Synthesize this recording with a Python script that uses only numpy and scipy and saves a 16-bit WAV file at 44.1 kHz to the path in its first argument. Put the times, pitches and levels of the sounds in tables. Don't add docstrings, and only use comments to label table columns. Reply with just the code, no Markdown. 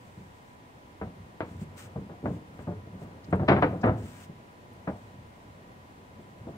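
import sys
import numpy as np
from scipy import signal
from scipy.fft import rfft, irfft, next_fast_len
from scipy.io import wavfile
from scipy.ndimage import uniform_filter1d, map_coordinates

SR = 44100
rng = np.random.default_rng(int(sys.argv[2]) if len(sys.argv) > 2 else 0)


def to_wav(s):
    ch = np.atleast_2d(s).T
    pcm = np.round(np.clip(ch, -1, 1) * 32767)
    wavfile.write(sys.argv[1], SR, pcm.astype(np.int16))


N = 289737


def amp(db):
    return 10 ** (np.asarray(db) / 20)


def unit(x):
    return x / np.sqrt(np.mean(x ** 2) + 1e-20)


def along(points, hz):
    f, v = np.transpose(points)
    return np.interp(np.log(hz + 1), np.log(f + 1), v)


def wobble(rate):
    knots = rng.standard_normal(int(N * rate / SR) + 4)
    return map_coordinates(knots, [np.arange(N) * rate / SR])


def filtered(x, response):
    size = x.shape[-1]
    padded = next_fast_len(size + SR // 10)
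    spectrum = rfft(x, padded) * response(np.fft.rfftfreq(padded, 1 / SR))
    return irfft(spectrum, padded)[..., :size]


def minimum_phase(gain):
    cepstrum = irfft(np.log(np.maximum(gain, 1e-6)))
    half = len(cepstrum) // 2
    cepstrum[1:half] *= 2
    cepstrum[half + 1:] = 0
    return np.exp(rfft(cepstrum))


def noise_pair(correlation, size):
    def mid_side_gains(hz):
        angle = np.arccos(np.clip(along(correlation, hz), -1, 1)) / 2
        return np.array([np.cos(angle), np.sin(angle)])
    mid, side = filtered(rng.standard_normal((2, size)), mid_side_gains)
    return np.array([mid + side, mid - side])


def add(track, s, sound):
    part = track[:, round(s * SR):][:, :sound.shape[-1]]
    part += sound[..., :part.shape[-1]]


# f/Hz, relative level/dB
STREET_EQ = [(15, -22.5), (25, -22), (93, -3), (150, -7.5), (220, -7.5), (340, -11.5), (430, -11.5),
             (950, -12.5), (1300, -18), (2000, -21.5), (3200, -27.5), (5000, -34.5), (8500, -38.5),
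             (15500, -44)]
# f/Hz, left-right correlation
STREET_IMAGE = [(60, 0.98), (130, 0.9), (290, 0.8), (640, 0.026), (1410, -0.85), (3100, 0.15),
                (6800, -0.11)]
# f/Hz, level/dB before the trim
HUM_PARTIALS = [(990.5, -69.5), (1884, -80), (2099, -81), (9680, -102.5)]

def street(bed_db=-52, hum_trim_db=1.0, drift_hz=3.54):
    air = unit(filtered(noise_pair(STREET_IMAGE, N), lambda hz: amp(along(STREET_EQ, hz))))
    out = air * amp(bed_db + 0.25 * wobble(2.89))
    for hz, db in HUM_PARTIALS:
        phase = 2 * np.pi * np.cumsum(hz + drift_hz * wobble(30)) / SR
        out += np.sqrt(2) * amp(db + hum_trim_db + 1.6 * wobble(22)) * np.sin(phase)
    return out


# f/Hz, left-right correlation
ROOF_IMAGE = [(125, 1), (250, 0.98), (500, 1), (1000, 0.66), (2000, 0.38), (6000, 0.39)]

def roof_noise(size):
    return noise_pair(ROOF_IMAGE, size)


# f/Hz, left minus right level/dB
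ROOF_BALANCE = [(100, 0.1), (400, 0.5), (700, 1.4), (1300, 3.5), (2400, 3), (4400, 1.5)]

def from_roof(x, lead_s):
    sides = np.array([[.5], [-.5]])
    pan = lambda hz: amp(sides * along(ROOF_BALANCE, hz))
    return filtered(x, lambda hz: pan(hz) * np.exp(2j * np.pi * hz * lead_s * sides))


# start t/s, end t/s, start level/dB, end level/dB
STROKES = [(0.0, 0.56, -67, -74), (1.46, 1.605, -66, -68), (1.602, 1.64, -56, -55.5),
           (1.772, 1.88, -49.5, -57), (2.234, 2.374, -70.5, -63), (2.585, 2.64, -69, -62),
           (2.996, 3.046, -63, -62), (3.97, 4.258, -61, -55)]
# f/Hz, relative level/dB
SWISH_EQ = [(500, -18), (1300, 6), (2600, 2), (4200, -5), (6000, -4), (8500, 0), (10200, -12.5),
            (15000, -10)]

def wet_swish(fade_s=.026, rolling_db=-77.5):
    t = np.arange(N) / SR
    strokes = np.zeros(N)
    for start, end, start_db, end_db in STROKES:
        gate = np.clip(np.minimum(t - start, end - t) / fade_s + .5, 0, 1)
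        strokes += gate * amp(np.interp(t, [start, end], [start_db, end_db]))
    rolling = amp(rolling_db + 2.6 * wobble(5.8))
    hiss = unit(filtered(roof_noise(N), lambda hz: amp(along(SWISH_EQ, hz))))
    grain = amp(1.3 * wobble(40) + 1.7 * wobble(600))
    return hiss * np.hypot(strokes, rolling) * grain


# t/s, level/dB, centre f/Hz
LIFT_OFFS = [(3.247, -57.5, 4360), (3.312, -66, 7900), (3.36, -65.5, 8800), (3.819, -58, 5220),
             (3.862, -64, 8150), (4.735, -68, 10000)]

def peels(width_octaves=0.36, half_length_s=0.0073):
    out = np.zeros((2, N))
    t = np.arange(SR // 3) / SR - 1 / 6
    envelope = np.exp(-(t / half_length_s) ** 2)
    for s, db, centre_hz in LIFT_OFFS:
        band = lambda hz: np.exp(-.5 * (np.log2((hz + 1) / centre_hz) / width_octaves) ** 2)
        hiss = unit(filtered(roof_noise(len(t)), band))
        add(out, s + t[0], amp(db) * hiss * envelope)
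    return out


# f/Hz, relative level/dB
RUMBLE_EQ = [(30, -17.5), (60, -14.5), (95, 4), (140, -4.5), (210, -1), (330, -11), (600, -13.5),
             (1500, -26), (4000, -56)]
# t/s, level/dB before the trim
WEIGHT_RIDE = [(0.0, -53), (0.91, -68), (1.17, -54), (2.3, -46), (2.49, -50.5), (3.33, -45), (3.5, -35.5),
               (3.84, -34), (4.04, -45.5), (4.32, -53), (6.29, -53), (6.57, -48)]

def roof_rumble(trim_db=-3.5, swing_db=2.5):
    s, db = np.transpose(WEIGHT_RIDE)
    ride_db = np.interp(np.arange(N) / SR, s, db)
    rumble = unit(filtered(roof_noise(N), lambda hz: amp(along(RUMBLE_EQ, hz))))
    return rumble * amp(ride_db + trim_db + swing_db * wobble(15))


def snaps(start_s, length_s, size, count=10, fade_db=1.5):
    progress = (np.arange(count) + rng.random(count)) / count
    force = rng.choice([-1, 1], count) * amp(rng.normal(0, 3.0, count) - fade_db * progress)
    onsets = ((start_s + progress * length_s) * SR).astype(int)
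    return np.bincount(onsets, force / np.linalg.norm(force), size)


CREAK_ROOM_S = .03

def buckling(run_s, size, creak_db=-11, run_hz=2600, settle_s=.07, settle_db=-18.5, settle_hz=450):
    hz = np.fft.rfftfreq(size, 1 / SR)
    lowpass = lambda cutoff_hz: 1 / (1 + 1j * hz / cutoff_hz) ** 2
    creak_s = np.clip(.17 * run_s, 0, CREAK_ROOM_S)
    attack = amp(creak_db) * snaps(CREAK_ROOM_S - creak_s, creak_s, size, count=4)
    attack[round(CREAK_ROOM_S * SR)] += np.sqrt(0.013 / run_s)
    run = snaps(CREAK_ROOM_S, run_s, size)
    settle_gain = amp(settle_db) * np.linalg.norm(attack + run)
    settling = settle_gain * snaps(CREAK_ROOM_S + run_s, settle_s, size)
    return rfft(attack), rfft(run) * lowpass(run_hz), rfft(settling) * lowpass(settle_hz)


# f/Hz, t60/s
PANEL_DECAY = [(100, 0.18), (500, 0.076), (1500, 0.061), (5000, 0.1)]

def sheet_ring(size, direct=0.75, tail_db=-11, tail_stretch=4.65, spread_cycles=0.84):
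    hz, t, cells = signal.stft(roof_noise(size), SR, nperseg=128)
    t60 = along(PANEL_DECAY, hz)[:, None]
    decay = amp(-60 * t / t60) + amp(tail_db - 60 * t / (tail_stretch * t60))
    arrival = 1 - np.exp(-t * (hz[:, None] + 100) / spread_cycles)
    envelope = decay * arrival
    envelope /= np.linalg.norm(envelope, axis=1, keepdims=True)
    ring = signal.istft(cells * envelope, SR, nperseg=128)[1][:, :size]
    ring /= np.linalg.norm(ring[0])
    ring[:, 0] += direct
    return ring


# f/Hz, relative level/dB
BODY_EQ = [(25, -36), (50, -15), (90, 3), (150, 0), (300, -2), (750, -6), (1000, -9.5), (1600, -11),
           (2600, -19), (4200, -25.5), (7000, -38.5), (12000, -44)]
# f/Hz, width/Hz, boost/dB on the broad EQ
RESONANCES = [(151.8, 34, 4), (187, 50, 3.5), (317, 12, 2), (460, 22, 0.5), (614, 180, 2.5), (710, 58, 1),
              (790, 23, -1), (880, 60, -0.5), (1120, 25, -2.5), (1390, 90, 0), (1480, 41, -1.5),
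              (1767, 50, -2.5), (1940, 14, -2.5), (2280, 18, 4.5)]
# t/s, level/dB, cutoff f/Hz, bass shelf/dB, run length/s
PANEL_HITS = [(0.173, -41.5, 350, 14, 0.027), (1.014, -30, 1430, 2, .016), (1.200, -44, 403, 21, 0.072),
              (1.405, -28.5, 2100, -4.5, 0.0036), (1.506, -35, 400, 15.5, 0.076), (1.614, -33, 230, 5, .01),
              (1.958, -29, 790, 11.5, 0.019), (2.097, -40, 1000, -4, .033), (2.238, -25.5, 455, 0.5, 0.077),
              (2.257, -27.5, 1370, 0.5, 0.00306), (2.591, -39, 2400, 12, 0.0019),
              (2.675, -27, 900, 8.5, 0.046), (2.870, -44, 400, -6, .003), (2.929, -37.5, 278, -5, 0.039),
              (3.017, -38, 650, 3, 0.03), (3.285, -34.5, 180, -3, 0.029), (3.327, -18.5, 1410, 3.5, 0.013),
              (3.396, -22, 1120, 10, 0.04), (3.486, -11.5, 2540, -2, 0.044),
              (3.565, -24, 1710, -10.5, .025), (3.624, -16, 1880, -13, .022), (3.729, -28.5, 740, 2, 0.027),
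              (3.840, -14.5, 1550, 2, .056), (4.035, -38, 300, 5, .004), (4.294, -41.5, 320, -0.5, 0.0023),
              (4.875, -26.5, 1450, 1.5, 0.021), (5.155, -45.5, 500, 17, 0.065),
              (6.192, -45, 700, 4, 0.0033), (6.409, -39.5, 120, 7, .03), (6.47, -35.5, 580, -5.5, 0.028)]

def panel_knocks(travel_s=0.000962, size=20480):
    out = np.zeros((2, N))
    hz = np.fft.rfftfreq(size, 1 / SR)
    resonance_db = sum(db / (1 + (2 * (hz - f) / width) ** 2) for f, width, db in RESONANCES)
    body = amp(along(BODY_EQ, hz) + resonance_db)
    dispersion = np.exp(-4j * np.pi * travel_s * np.sqrt(1000 * hz))
    for s, db, cutoff_hz, bass_db, run_s in PANEL_HITS:
        motion = dispersion * sum(force * rfft(sheet_ring(size)) for force in buckling(run_s, size))
        power = np.mean(np.abs(motion) ** 2, axis=0)
        broad_colour = np.sqrt(np.abs(uniform_filter1d(power, size=120)))
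        bass_shelf = amp(bass_db / (1 + (hz / 200) ** 2))
        contact = bass_shelf / np.sqrt(1 + (hz / cutoff_hz) ** 4)
        contact /= np.sqrt(1 + (hz / (2.4 * cutoff_hz)) ** 4)
        knock = irfft(motion * minimum_phase(body * contact / broad_colour))
        knock /= np.sqrt(np.sum(knock ** 2) / (0.041 * SR))
        add(out, s - CREAK_ROOM_S, amp(db) * knock)
    return out


def scene():
    panels = from_roof(panel_knocks() + roof_rumble(), lead_s=0.00017)
    surface = from_roof(wet_swish() + peels(), lead_s=0.00014)
    return panels + surface + street()


def record(dry):
    return filtered(dry, lambda hz: hz < 15740)


dry = scene()
out = record(dry)
to_wav(out)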